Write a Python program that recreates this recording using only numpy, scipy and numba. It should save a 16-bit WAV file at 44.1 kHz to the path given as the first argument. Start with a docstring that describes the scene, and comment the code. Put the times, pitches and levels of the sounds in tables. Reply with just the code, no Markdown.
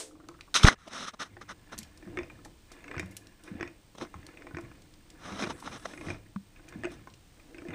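"""Fingers bump and rub the case of a hand-held camera over the last ring of a metal clang; then a heavy
sewing machine, turned by hand in a small workshop, whirrs, knocks, ticks and thuds.
Machine: gritty noise through resonances for the gears and bars, struck modes for knocks and thuds, noise
bursts for ticks. Fingers: enveloped grit through the case panels, a pressure push and a gliding squeak.
Faint hiss and pulsing whines lie below; the camera's gain control ducks and creeps back."""
import sys
import numpy as np
from scipy import signal
from scipy.fft import rfft, irfft
from scipy.io import wavfile
from scipy.ndimage import uniform_filter1d
from numba import njit

SR = 44100
rng = np.random.default_rng(int(sys.argv[2]) if len(sys.argv) > 2 else 0)


def transcribe(signal):
    """Save signal, clipped to [-1, 1], as a 16-bit WAV file at the path in sys.argv[1]."""
    frames = np.atleast_2d(signal).T
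    limited = np.clip(frames, -1, 1)
    pcm = np.round(limited * 32767).astype(np.int16)
    wavfile.write(sys.argv[1], SR, pcm)


N = 341334
T = np.arange(N) / SR


def undb(db):
    """Amplitude gain of a dB value."""
    return 10 ** (np.asarray(db) / 20)


def unit(x):
    """Scaled to rms 1."""
    return x / np.sqrt(np.mean(x ** 2))


def fade(t, t60):
    """Exponential decay: -60 dB at t60."""
    return np.exp(-np.log(1000) * t / t60)


def band(x, hz, width_hz):
    """Resonance with gain 1 at the centre."""
    return signal.lfilter(*signal.iirpeak(min(hz, .45 * SR), hz / width_hz, fs=SR), x)


def steep(x, hz, width_hz):
    """Resonance applied twice; each pass is wider so that the pair is about width_hz wide."""
    pass_width_hz = 1.55 * width_hz
    return band(band(x, hz, pass_width_hz), hz, pass_width_hz)


def coloured(points):
    """Noise of rms 1, its spectrum drawn through (f/Hz, density/dB) points."""
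    hz, db = np.transpose(points)
    f = np.arange(N // 2 + 1) * SR / N + 1
    gain = undb(np.interp(np.log(f), np.log(hz), db))
    return unit(irfft(rfft(rng.standard_normal(N)) * gain, N))


def walk(rate_hz):
    """Random values 1 / rate_hz apart, joined by straight lines; spread near 1."""
    k = int(SR / rate_hz)
    return uniform_filter1d(np.repeat(rng.standard_normal(N // k + 1), k), k)[:N]


def grit(spread_db, rate_hz):
    """Stick-slip friction as dense noise of rms 1, its level wandering in patches."""
    return unit(rng.standard_normal(N) * undb(spread_db * walk(rate_hz)))


def add(out, s, sound, peak_db):
    """Lay a sound of the given peak level in at time s."""
    i = int(s * SR)
    out[i:i + len(sound)] += (undb(peak_db) * sound / np.abs(sound).max())[:N - i]


def ring(modes, share, scatter_db=5.5, rise_s=0.00021, size=9000):
    """Modes after one blow, ringing for a share of their free t60; pitch, phase and level scatter."""
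    t = np.arange(size) / SR
    hz, db, t60 = np.array(modes, float).T[:, :, None]
    chance = rng.standard_normal((3, len(hz), 1))
    tone = np.sin(2 * np.pi * hz * (1 + .015 * chance[0]) * t + 1.01 * chance[1])
    level = undb(db + scatter_db * chance[2]) * fade(t, share * t60)
    return (level * tone).sum(0) * (1 - np.exp(-t / rise_s)) ** 2


def snaps(table, width_share, size=6000):
    """Decaying noise bursts round a centre; rows (t/s, peak level/dB, f/Hz, t60/s)."""
    out, t = np.zeros(N), np.arange(size) / SR
    for s, db, hz, t60 in table:
        burst = rng.standard_normal(size) * fade(t, t60)
        add(out, s, steep(burst, hz, width_share * hz), db)
    return out


# pushes on the hand wheel: (t of fastest turn/s, build-up/s, run-down/s,
# whirr peak level/dB, rattle peak level/dB, rumble peak level/dB)
HAND_PUSHES = [(.17, 0.44, 0.55, -52, -73, -57), (.67, 0.12, .4, -66, -55.5, -48),
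               (.97, 0.18, 0.18, -63, -45.5, -56), (1.29, .3, 1, -60, -64.5, -57),
               (1.8, 0.36, 0.26, -59.5, -58, -54.5), (2.06, .15, .3, -59, -66, -62),
               (2.181, 0.34, 0.27, -48.5, -57.5, -50), (2.3, 0.091, 0.32, -56.5, -64, -50),
               (2.45, .2, .2, -56.5, -80, -58.5), (2.76, 0.14, 0.44, -57, -58.5, -70),
               (2.95, 0.26, 0.27, -44, -52.5, -53), (3.25, 0.52, 0.33, -59.5, -66, -64),
               (3.49, 0.16, .3, -56, -57.5, -64), (3.62, 0.22, 0.15, -43.5, -54, -55.5),
               (4.16, 0.12, 0.47, -65.5, -61.5, -60), (4.3, 0.2, 0.46, -55.5, -59.5, -63),
               (4.42, 0.58, 0.73, -51.5, -62.5, -69), (4.61, .2, 0.38, -54, -59.5, -51),
               (5.15, .15, .3, -60.5, -68, -67), (5.28, 0.28, .3, -56, -56.5, -53),
               (5.45, 0.24, 0.23, -44.5, -51.5, -47.5), (5.72, 0.19, 0.18, -63, -54, -47.5),
               (5.9, 0.23, 0.33, -54, -53.5, -62), (6.09, 0.28, 0.21, -45.5, -58, -45.5),
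               (6.75, 0.32, 0.35, -52, -59, -51), (6.92, 0.4, 0.19, -53, -57, -49.5),
               (7.07, .1, 0.25, -62, -73, -58), (7.6, 0.31, 0.38, -51.5, -65, -63),
               (7.74, 0.13, .2, -40.5, -50, -50)]
PUSH_SWELL_DB = 21.5  # rise over build-up, fall over run-down


def pushed(column, late_s=0.):
    """Level of one layer: each push swells and runs down linearly in dB; the strongest is heard."""
    s, build_s, run_down_s, *peaks_db = np.array(HAND_PUSHES).T[:, :, None]
    coarse_t = T[::64]
    t = coarse_t - s - late_s
    db = peaks_db[column] - PUSH_SWELL_DB * np.where(t < 0, -t / build_s, t / run_down_s)
    return np.interp(T, coarse_t, undb(db.max(0)))


# arm resonances rung by the gear teeth: (f/Hz, width/Hz, relative level/dB)
GEAR_MODES = [(305.8, 34, 2.5), (334, 25, -6), (492, 100, -8.5), (606, 150, -16.5)]
# resonances rung by sliding bars: (f/Hz, width/Hz, relative level/dB)
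BAR_MODES = [(750, 200, -9), (1050, 110, -4), (1450, 170, -7), (1720, 100, 0), (2100, 200, -6),
             (2430, 120, -5), (2780, 120, -8), (3550, 300, -18)]
RUMBLE_LATE_S = .03


def turning():
    """Gear teeth whirr in the low arm modes, sliding bars chatter higher up, the table rumbles late."""
    whirr, rattle = pushed(column=0), pushed(column=1)
    rumble = pushed(column=2, late_s=RUMBLE_LATE_S)
    teeth, together = grit(2.1, 60), undb(3. * walk(120))
    gears = sum(undb(db) * steep(teeth, hz, width) for hz, width, db in GEAR_MODES)
    # each bar catches by itself, and all of them when the wheel jerks
    bars = sum(undb(db) * steep(together * grit(4.1, 90), hz, width) for hz, width, db in BAR_MODES)
    table = steep(grit(1.7, 30), 80, 100)
    return whirr * unit(gears) + rattle * unit(bars) + rumble * unit(table)


CHATTER_DB, CHATTER_T60_S = -9.5, .04


def chatter(sound):
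    """A slack joint's blow and four quick, weaker rebounds of random sign."""
    at = np.cumsum(rng.uniform(.0015, .006, size=4))
    blows = np.zeros(SR // 40)
    blows[0] = 1
    signs = rng.choice([-1, 1], size=4)
    blows[(at * SR).astype(int)] = undb(CHATTER_DB) * fade(at, CHATTER_T60_S) * signs
    return signal.fftconvolve(sound, blows)


# linkage knocks: (t/s, middle-part peak level/dB, low part re middle/dB, tilt/(dB/octave))
LINKAGE_KNOCKS = [(0.2874, -36, -3, -11), (1.3677, -36.5, -6.5, -7), (2.0263, -45.5, 4, -7),
                  (2.053, -51, -2, -1.5), (2.0738, -46, 3, -6), (2.1723, -25.5, -4, -4),
                  (2.1879, -26.5, -5, -1.5), (2.209, -44, 8, -8), (2.2322, -38.5, -0.5, 12),
                  (2.2993, -41, -22, -7), (2.39, -49.5, -6, -13), (2.4495, -45.5, -9.5, 0),
                  (2.4578, -42, -3, -23), (2.7157, -46, -1.5, -11), (2.8415, -37, -15, 3),
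                  (2.8797, -37, -16, 3), (2.913, -32, -10, -2), (2.9427, -34.5, -8, -22),
                  (2.9653, -32, -2.5, -7), (2.98, -28, -9, 3), (2.996, -23.5, -8, 7),
                  (3.0282, -37, -6, -11), (3.479, -43.5, 0.5, 1), (3.5991, -38.5, 0, -6),
                  (3.6092, -25, -4, -1), (3.6282, -26.5, -1.5, 1), (3.676, -36.5, -5, 9),
                  (4.0122, -31.5, -3, -15), (4.048, -41, -1, -9), (4.07, -48, 0, -12),
                  (4.1418, -31.5, -18, -19), (4.2879, -45, 0, -2), (4.3725, -38, -14, 2.1),
                  (4.421, -40, -12, 0), (4.4687, -37, -5, -5), (4.5103, -42, 0, -19), (4.5464, -36, -4, -8),
                  (4.569, -31, -2, -1), (4.5853, -32.5, -3, -5), (4.649, -46, -10, -9),
                  (4.715, -44, -11, -6), (5.3224, -36, -9, 8), (5.423, -28, -2.5, 5),
                  (5.4391, -24.5, -8, -1.5), (5.9355, -37, -3.5, 5), (5.975, -38, -4, 10),
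                  (6.011, -36, -5, 6), (6.0669, -40, 5, 6), (6.085, -32, -4, -4), (6.102, -28, -1, 11),
                  (6.1439, -42, 1, -7.5), (6.2624, -51.5, -5, 2), (6.561, -48, -16, 5),
                  (6.595, -50, -0.5, -9), (6.6817, -46.5, -10, 12), (6.7241, -41, -3, 2),
                  (6.8354, -30, -0.5, 0), (6.8444, -30, -0.5, 4), (6.852, -28, 0, 4), (6.8693, -45, 13, 3),
                  (7.073, -36, -9, -17), (7.398, -50, -9, 5.5), (7.5451, -41.5, -2, 5),
                  (7.583, -39, -3.5, 12), (7.6198, -43, 5, 6), (7.651, -46, 9.5, 3), (7.685, -38, -8, 10),
                  (7.7056, -35.5, -4.5, 1)]
# modes of the cast arm: (f/Hz, relative level/dB, free t60/s)
ARM_MODES = [(305, 2.5, 0.062), (347, -1.5, 0.23), (487, -13, 0.086), (640, -4.5, 0.066), (848, -18, 0.058),
             (1075, -2.5, 0.024), (1280, -3.5, 0.04), (1520, -1.5, 0.035), (1753, 2.5, 0.023),
             (1927, -1.5, 0.03), (2096, -6.5, 0.073), (2290, -4.5, 0.05), (2456, -2, 0.041),
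             (2640, -13.5, 0.036), (3100, -20.5, 0.036), (3560, -9.5, 0.048), (4560, -9, 0.018),
             (5100, -6.5, 0.0185), (5650, -10.5, .03), (6440, -5, 0.019), (8090, -8, 0.024)]
KNOCK_RING, RING_PER_DB = .48, -.008  # share of free t60 at 0 dB, change per dB: hard blows damp sooner
KNOCK_BRIGHT_DB, BRIGHT_PER_TILT = -13, .36  # top modes re middle; dB per (dB/octave) of tilt
LOW_LATE_S = .00076


def knocks():
    """Slack joints take up with a blow into the cast arm; softer contacts favour the lower modes."""
    out = np.zeros(N)
    low, middle, bright = ARM_MODES[:4], ARM_MODES[4:15], ARM_MODES[15:]
    for s, db, low_db, tilt_db in LINKAGE_KNOCKS:
        share = np.clip(KNOCK_RING + RING_PER_DB * db, .2, 1)
        struck = [(hz, mode_db + tilt_db * np.log2(hz / middle[0][0]), t60) for hz, mode_db, t60 in middle]
        add(out, s, chatter(ring(struck, share)), db)
        add(out, s, ring(bright, share), db + KNOCK_BRIGHT_DB + BRIGHT_PER_TILT * tilt_db)
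        add(out, s + LOW_LATE_S, ring(low, share), db + low_db)
    return out


LOOSE_PER_S, LOOSE_DB, LOOSE_SCATTER_DB = 39, 6, 4  # mean rate; level re rattle; spread


def loose_parts():
    """Loose parts tick at random, following the rattle level, with four kinds of arm ring."""
    hits = (rng.random(N) < LOOSE_PER_S / SR) * undb(LOOSE_SCATTER_DB * rng.standard_normal(N))
    hits = hits * pushed(column=1) * undb(LOOSE_DB)
    kind, out = rng.integers(0, 4, size=N), 0
    for k in range(4):
        tick = ring(ARM_MODES[5:17], .5)
        out = out + signal.fftconvolve(hits * (kind == k), tick / np.abs(tick).max())[:N]
    return out


# ticks of thin parts: (t/s, peak level/dB, f/Hz, t60/s)
THIN_TICKS = [(0.2868, -31.5, 5470, 0.016), (0.409, -31, 2400, .016), (0.8619, -51, 5480, 0.027),
              (0.883, -39.5, 5300, 0.03), (1.7792, -29.5, 6010, 0.082), (1.788, -19, 9000, 0.014),
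              (1.8308, -36, 4900, 0.024), (1.9746, -42, 5970, 0.024), (2.4481, -41, 6130, 0.059),
              (2.7177, -41, 5100, 0.061), (2.9951, -32.5, 4930, 0.034), (3.0594, -47, 8500, 0.03),
              (3.1106, -45.5, 8600, 0.087), (3.1672, -27, 9250, 0.032), (3.27, -41, 4840, 0.017),
              (3.4365, -43, 6740, 0.041), (4.2662, -37, 4770, 0.019), (4.6094, -47, 6260, 0.027),
              (4.8193, -49, 4750, 0.036), (4.9387, -47.5, 3700, 0.027), (5.102, -39.5, 4720, 0.022),
              (5.6004, -40.5, 6240, 0.048), (6.6871, -41, 5800, 0.037), (6.9183, -43, 9200, 0.027),
              (7.1, -49, 4000, .03), (7.1384, -43.5, 3860, 0.03)]


def ticks():
    """Thin parts tick: short noise bursts in broad bands."""
    return snaps(THIN_TICKS, width_share=.99)


# table thuds: (t/s, tone peak level/dB, f/Hz, free t60/s, boom re tone/dB)
TABLE_THUDS = [(1.311, -53, 210, 0.14, 5.5), (1.784, -43, 215, 0.15, -16), (2.066, -39.5, 193, 0.13, -7.5),
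               (2.969, -37.5, 154, 0.093, 4.5), (3.02, -41.5, 189.5, 0.42, 1.5),
               (3.513, -34, 205, 0.06, -8), (3.55, -36.5, 225, 0.057, -10), (4.152, -51, 184, 0.13, 9),
               (4.538, -41, 152, 0.086, 3), (5.316, -38, 204, 0.26, -6.5), (6.066, -43, 171, 0.16, 6.5),
               (6.359, -28, 201.5, 0.11, -17.5), (6.756, -34.5, 194.3, 0.055, -17.5),
               (6.785, -42, 250, 0.14, -20), (7.684, -39, 250, 0.072, -0.5)]
THUD_RISE_S = 0.0021


def thuds():
    """The table top answers the feed with a short tone and a longer boom; a soft push makes both swell."""
    out = np.zeros(N)
    boom_modes = [(83, 3.5, 0.25), (104.8, 3.4, 0.72), (161.0, 3.5, 0.16)]  # f/Hz, level/dB, t60/s
    for s, db, hz, t60, boom_db in TABLE_THUDS:
        add(out, s, -ring([(hz, 0, t60)], 0.93, rise_s=THUD_RISE_S), db)
        add(out, s, ring(boom_modes, 1.0, rise_s=THUD_RISE_S, size=20000), db + boom_db)
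    return out


# finger strokes on the case: (t of start/s, attack/s, hold/s, release/s,
# hiss level/dB, middle re hiss/dB, low re hiss/dB)
FINGER_STROKES = [(0.542, 0.0011, .008, .02, -24, -7.5, -30), (0.544, 0.011, 0.007, 0.042, -20, -6.5, -17),
                  (.596, .004, .036, .01, -41, -1, -5.5), (0.628, .004, .008, .04, -25, -10, -9),
                  (0.642, 0.0053, .012, 0.023, -26, 4, 8.5), (.65, 0.0236, .013, .004, -14, 1.5, -2),
                  (0.685, 0.0019, .004, .028, -20, 2, -8), (0.704, .002, 0.027, .015, -35, 5, 5),
                  (0.769, .02, 0.076, .02, -58.5, 5.5, -8), (.86, 0.02, .002, 0.012, -42.5, 0, 8.5),
                  (0.887, 0.046, 0.12, 0.013, -38.5, 0.3, -4),
                  (1.047, 0.036, 0.0023, 0.026, -34.5, 1.5, -8.5),
                  (1.131, 0.0054, 0.0098, 0.0072, -52, 3, 8.5), (1.19, 0.012, 0.027, 0.023, -37.5, 3, -5.5),
                  (1.24, .002, 0.019, .035, -54.5, 5.5, -1.5), (1.408, 0.0066, .004, 0.022, -50, 8, 3),
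                  (1.48, 0.013, 0.025, 0.016, -49, 8, -0.5), (1.716, 0.0058, .015, 0.026, -50.5, 4.5, 4),
                  (3.434, .01, .04, 0.089, -66, 2, 3), (3.946, 0.007, 0.0022, 0.011, -60, 4, 13),
                  (3.973, 0.011, .002, 0.014, -50, 0, 5.5), (3.983, 0.039, 0.0039, 0.041, -47.5, 1, 10),
                  (5.182, 0.072, 0.18, .01, -52.5, 4.5, 5), (5.361, 0.038, 0.041, 0.027, -42, 2.5, 3.2),
                  (5.446, 0.026, .002, .02, -46.5, 6, 9.5), (5.474, 0.028, 0.0046, 0.03, -44.5, 1, 5),
                  (5.54, 0.03, 0.043, .01, -66.5, 6.5, 3), (5.618, .045, .008, 0.062, -49, 2, 5),
                  (5.693, 0.026, 0.051, 0.024, -52, 2.5, 4.5), (5.793, .004, .003, 0.011, -57, 0, 2),
                  (5.802, 0.022, .025, 0.011, -60, 0, -1), (5.846, .012, 0.0017, 0.01, -42, 2.5, 0.5),
                  (5.866, .005, 0.062, 0.057, -57.5, -8, 5), (5.947, 0.14, .025, 0.082, -53, 3, 7),
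                  (6.879, 0.042, .02, .04, -60, 1, 2)]
# camera case panels, in low, middle, hiss and airy groups: (f/Hz, width/Hz, level within group/dB)
CASE_PANELS = [(224, 109, 2), (630, 440, -7), (1300, 340, 0), (1990, 390, -9.5), (3073, 960, -4.5),
               (3920, 540, -1.5), (5300, 640, -4.5), (6260, 640, -6), (8060, 1100, -4), (9870, 1900, -10)]
# airy rustle as the camera swings: t/s of (in, full, full, out)
RUSTLE_CORNERS = [5.2, 5.3, 6.08, 6.18]
RUSTLE_DB, STROKE_EDGE_DB = -65, -21  # rustle level; stroke ends re hold
AIRY_DB, LIGHT_DB, AIRY_PER_DB = -14.5, -49.5, 0.57  # airy re hiss; airier by dB per dB below LIGHT_DB


def strokes():
    """Skin drags over the plastic case and rings its panels; strokes start and stop abruptly."""
    gains = np.zeros((4, N))
    for s, attack, hold, release, db, middle_db, low_db in FINGER_STROKES:
        corners = np.cumsum([s, attack, hold, release])
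        on = slice(int(s * SR), int(corners[-1] * SR))
        shape_db = db + np.interp(T[on], corners, [STROKE_EDGE_DB, 0, 0, STROKE_EDGE_DB])
        airy_db = AIRY_DB + AIRY_PER_DB * max(LIGHT_DB - db, 0)
        parts_db = np.array([[low_db], [middle_db], [0], [airy_db]])
        gains[:, on] = np.maximum(gains[:, on], undb(shape_db + parts_db))
    gains[3] = np.maximum(gains[3], undb(RUSTLE_DB) * np.interp(T, RUSTLE_CORNERS, [0, 1, 1, 0]))
    gains = uniform_filter1d(gains, size=60)
    groups = CASE_PANELS[:2], CASE_PANELS[2:4], CASE_PANELS[4:8], CASE_PANELS[8:]
    skin, out = grit(1.5, 500), 0
    for gain, panels in zip(gains, groups):
        # neighbouring panels in opposite phase
        tone = sum((-1) ** k * undb(db) * steep(skin, hz, w) for k, (hz, w, db) in enumerate(panels))
        out = out + gain * unit(tone)
    return out


# sharp slips and taps of a finger: (t/s, peak level/dB, f/Hz, t60/s)
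FINGER_SLIPS = [(0.553, -20, 1290, 0.021), (.597, -25, 1260, .012), (0.634, -13.5, 1310, 0.01),
                (0.652, -5, 1675, 0.011), (0.685, 6.5, 1166, 0.011), (5.505, -28, 1030, 0.054),
                (5.6242, -35, 1000, 0.022), (5.675, -26.5, 980, 0.034), (5.855, -24, 630, 0.019),
                (6.361, -34, 1064, .014)]
# creaks of the case in the grip: (t/s, peak level/dB, f/Hz)
CASE_CREAKS = [(0.109, -46.5, 1300), (0.153, -48, 1120), (0.2003, -43.5, 1270), (0.2386, -51, 1310),
               (0.312, -48, 1050), (0.341, -46, 1300), (0.3885, -49, 1390), (0.477, -49, 1080)]
CREAK_T60_S = 0.057


def slips_and_creaks():
    """Finger slips snap in broad noise bands; the gripped case creaks in narrower ones."""
    creaks = [row + (CREAK_T60_S,) for row in CASE_CREAKS]
    return snaps(FINGER_SLIPS, .5) + snaps(creaks, .2)


# skin squeak in the hard stroke: (t/s, f/Hz, level before flutter/dB)
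SKIN_SQUEAK = [(.6, 2270, -60), (.607, 2277, -36), (.626, 2300, -33.5), (.633, 2308, -63),
               (.655, 1300, -52.5), (.664, 1494, -5.5), (0.681, 2098, -15.5), (0.701, 2067, -19),
               (.72, 1590, -30), (.74, 1400, -55.5)]
PRESS_DB, PRESS_S, PRESS_RISE_S, LET_GO_S = 3., .6437, .0035, .0018
SWING, SWING_HZ, SWING_T60_S, SWING_ENDS_S = 0.36, 15, 0.24, .689  # SWING: share of the push


def hard_stroke():
    """A push on the microphone lets go and its air swings back; the skin gives a rough, gliding squeak."""
    top = PRESS_S + PRESS_RISE_S
    gone = top + LET_GO_S
    after = np.maximum(T - gone, 0)
    swing = -SWING * np.cos(2 * np.pi * SWING_HZ * after) * fade(after, SWING_T60_S) * (T < SWING_ENDS_S)
    press = np.where(T < gone, np.interp(T, [PRESS_S, top, gone], [0, 1, -SWING]), swing)
    s, hz, db = np.transpose(SKIN_SQUEAK)
    tone = np.sin(2 * np.pi * np.cumsum(np.interp(T, s, hz)) / SR)
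    squeak = undb(np.interp(T, s, db, left=-200, right=-200)) * tone * walk(400)
    return undb(PRESS_DB) * uniform_filter1d(press, size=40) + squeak


# modes of the clang: (f/Hz, relative level/dB, free t60/s)
CLANG_MODES = [(444, 4, 0.48), (504, 7, .6), (625, -6, .3), (4070, -12, .3), (4600, -12, .3),
               (5800, -14, .15), (8450, -1, .2)]
# spectrum of its noise: (f/Hz, density/dB)
CLANG_NOISE = [(180, -35), (300, -7), (467, -7), (647, -9), (714, -14), (1650, -16), (2320, -16.5),
               (8600, -10.5), (15000, -38)]
CLANG_DB, CLANG_HISS_DB, CLANG_HISS_T60_S = -35.5, -32.5, 0.24


def clang():
    """The tail of a metal clang just before the start: fading modes and noise."""
    out = undb(CLANG_HISS_DB) * coloured(CLANG_NOISE) * fade(T, CLANG_HISS_T60_S)
    add(out, 0, ring(CLANG_MODES, 0.82, size=20000), CLANG_DB)
    return out


# room air spectrum: (f/Hz, density/dB)
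AIR_SPECTRUM = [(12, -37.5), (20, 0), (54, -7), (95, -9), (207, -14.5), (534, -25), (857, -25.5),
                (1410, -28.5), (3750, -29.5), (8640, -35), (11400, -43.5), (14300, -44), (15500, -36)]
# electric whines: (f/Hz, drift/(rad/s), rms level/dB, pulse sharpness)
WHINES = [(14745, 5, -82, .45), (8430, 130, -76.5, 2.5), (3050, 70, -85, .6)]
AIR_DB, MAINS_HZ = -58.5, 59.5


def background():
    """Room air with a wavering level, and thin electric whines that pulse with the mains."""
    out = undb(AIR_DB + 0.79 * walk(3.03)) * coloured(AIR_SPECTRUM)
    for hz, drift_rad_s, db, sharp in WHINES:
        pulse = np.exp(sharp * np.cos(2 * np.pi * MAINS_HZ * T))
        drift = np.cumsum(drift_rad_s * walk(MAINS_HZ * 2)) / SR
        out += undb(db) * unit(pulse * np.sin(2 * np.pi * hz * T + drift))
    return out


ROOM_T60_S, ROOM_DB = 0.23, -14


def room(x):
    """Diffuse echoes from 4 ms on: the sound convolved with decaying, band-limited noise."""
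    t = T[:SR // 2]
    echoes = band(rng.standard_normal(len(t)), 2000, 8300) * fade(t, ROOM_T60_S) * (t > .004)
    return undb(ROOM_DB) * signal.fftconvolve(x, echoes / np.sqrt(np.sum(echoes ** 2)))[:N]


AIR_LOSS_HZ = 10200


def scene():
    """Machine blows lose fine treble on the way and echo in the room; all other layers stay dry."""
    blows = knocks() + loose_parts() + ticks() + thuds()
    blows = signal.sosfilt(signal.butter(2, AIR_LOSS_HZ, fs=SR, output="sos"), blows)
    machine = blows + room(blows) + turning()
    fingers = strokes() + slips_and_creaks() + hard_stroke()
    return (machine + fingers + clang() + background())[None]


@njit
def duck(x, top, fall, rise, db):
    """Gain falls while the output is over the top, and creeps back at a steady rate up to 0 dB."""
    y = np.empty(len(x))
    for i in range(len(x)):
        y[i] = x[i] * 10 ** (db / 20)
        db = min(db + (rise - fall * max(abs(y[i]) - top, 0.)) / SR, 0.)
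    return y


GAIN_TOP, GAIN_FALL, GAIN_RISE, GAIN_START_DB = 0.16, 2860, 10.1, -6  # level, dB/s per unit over, dB/s, dB
TOP_HZ = 15200


def record(dry):
    """Camera: gain control, full-scale clip, top cut."""
    held = np.clip(duck(dry[0], GAIN_TOP, GAIN_FALL, GAIN_RISE, GAIN_START_DB), -1, 1)
    return signal.sosfilt(signal.ellip(8, .2, 70, TOP_HZ, fs=SR, output="sos"), held)[None]


dry = scene()
out = record(dry)
transcribe(out)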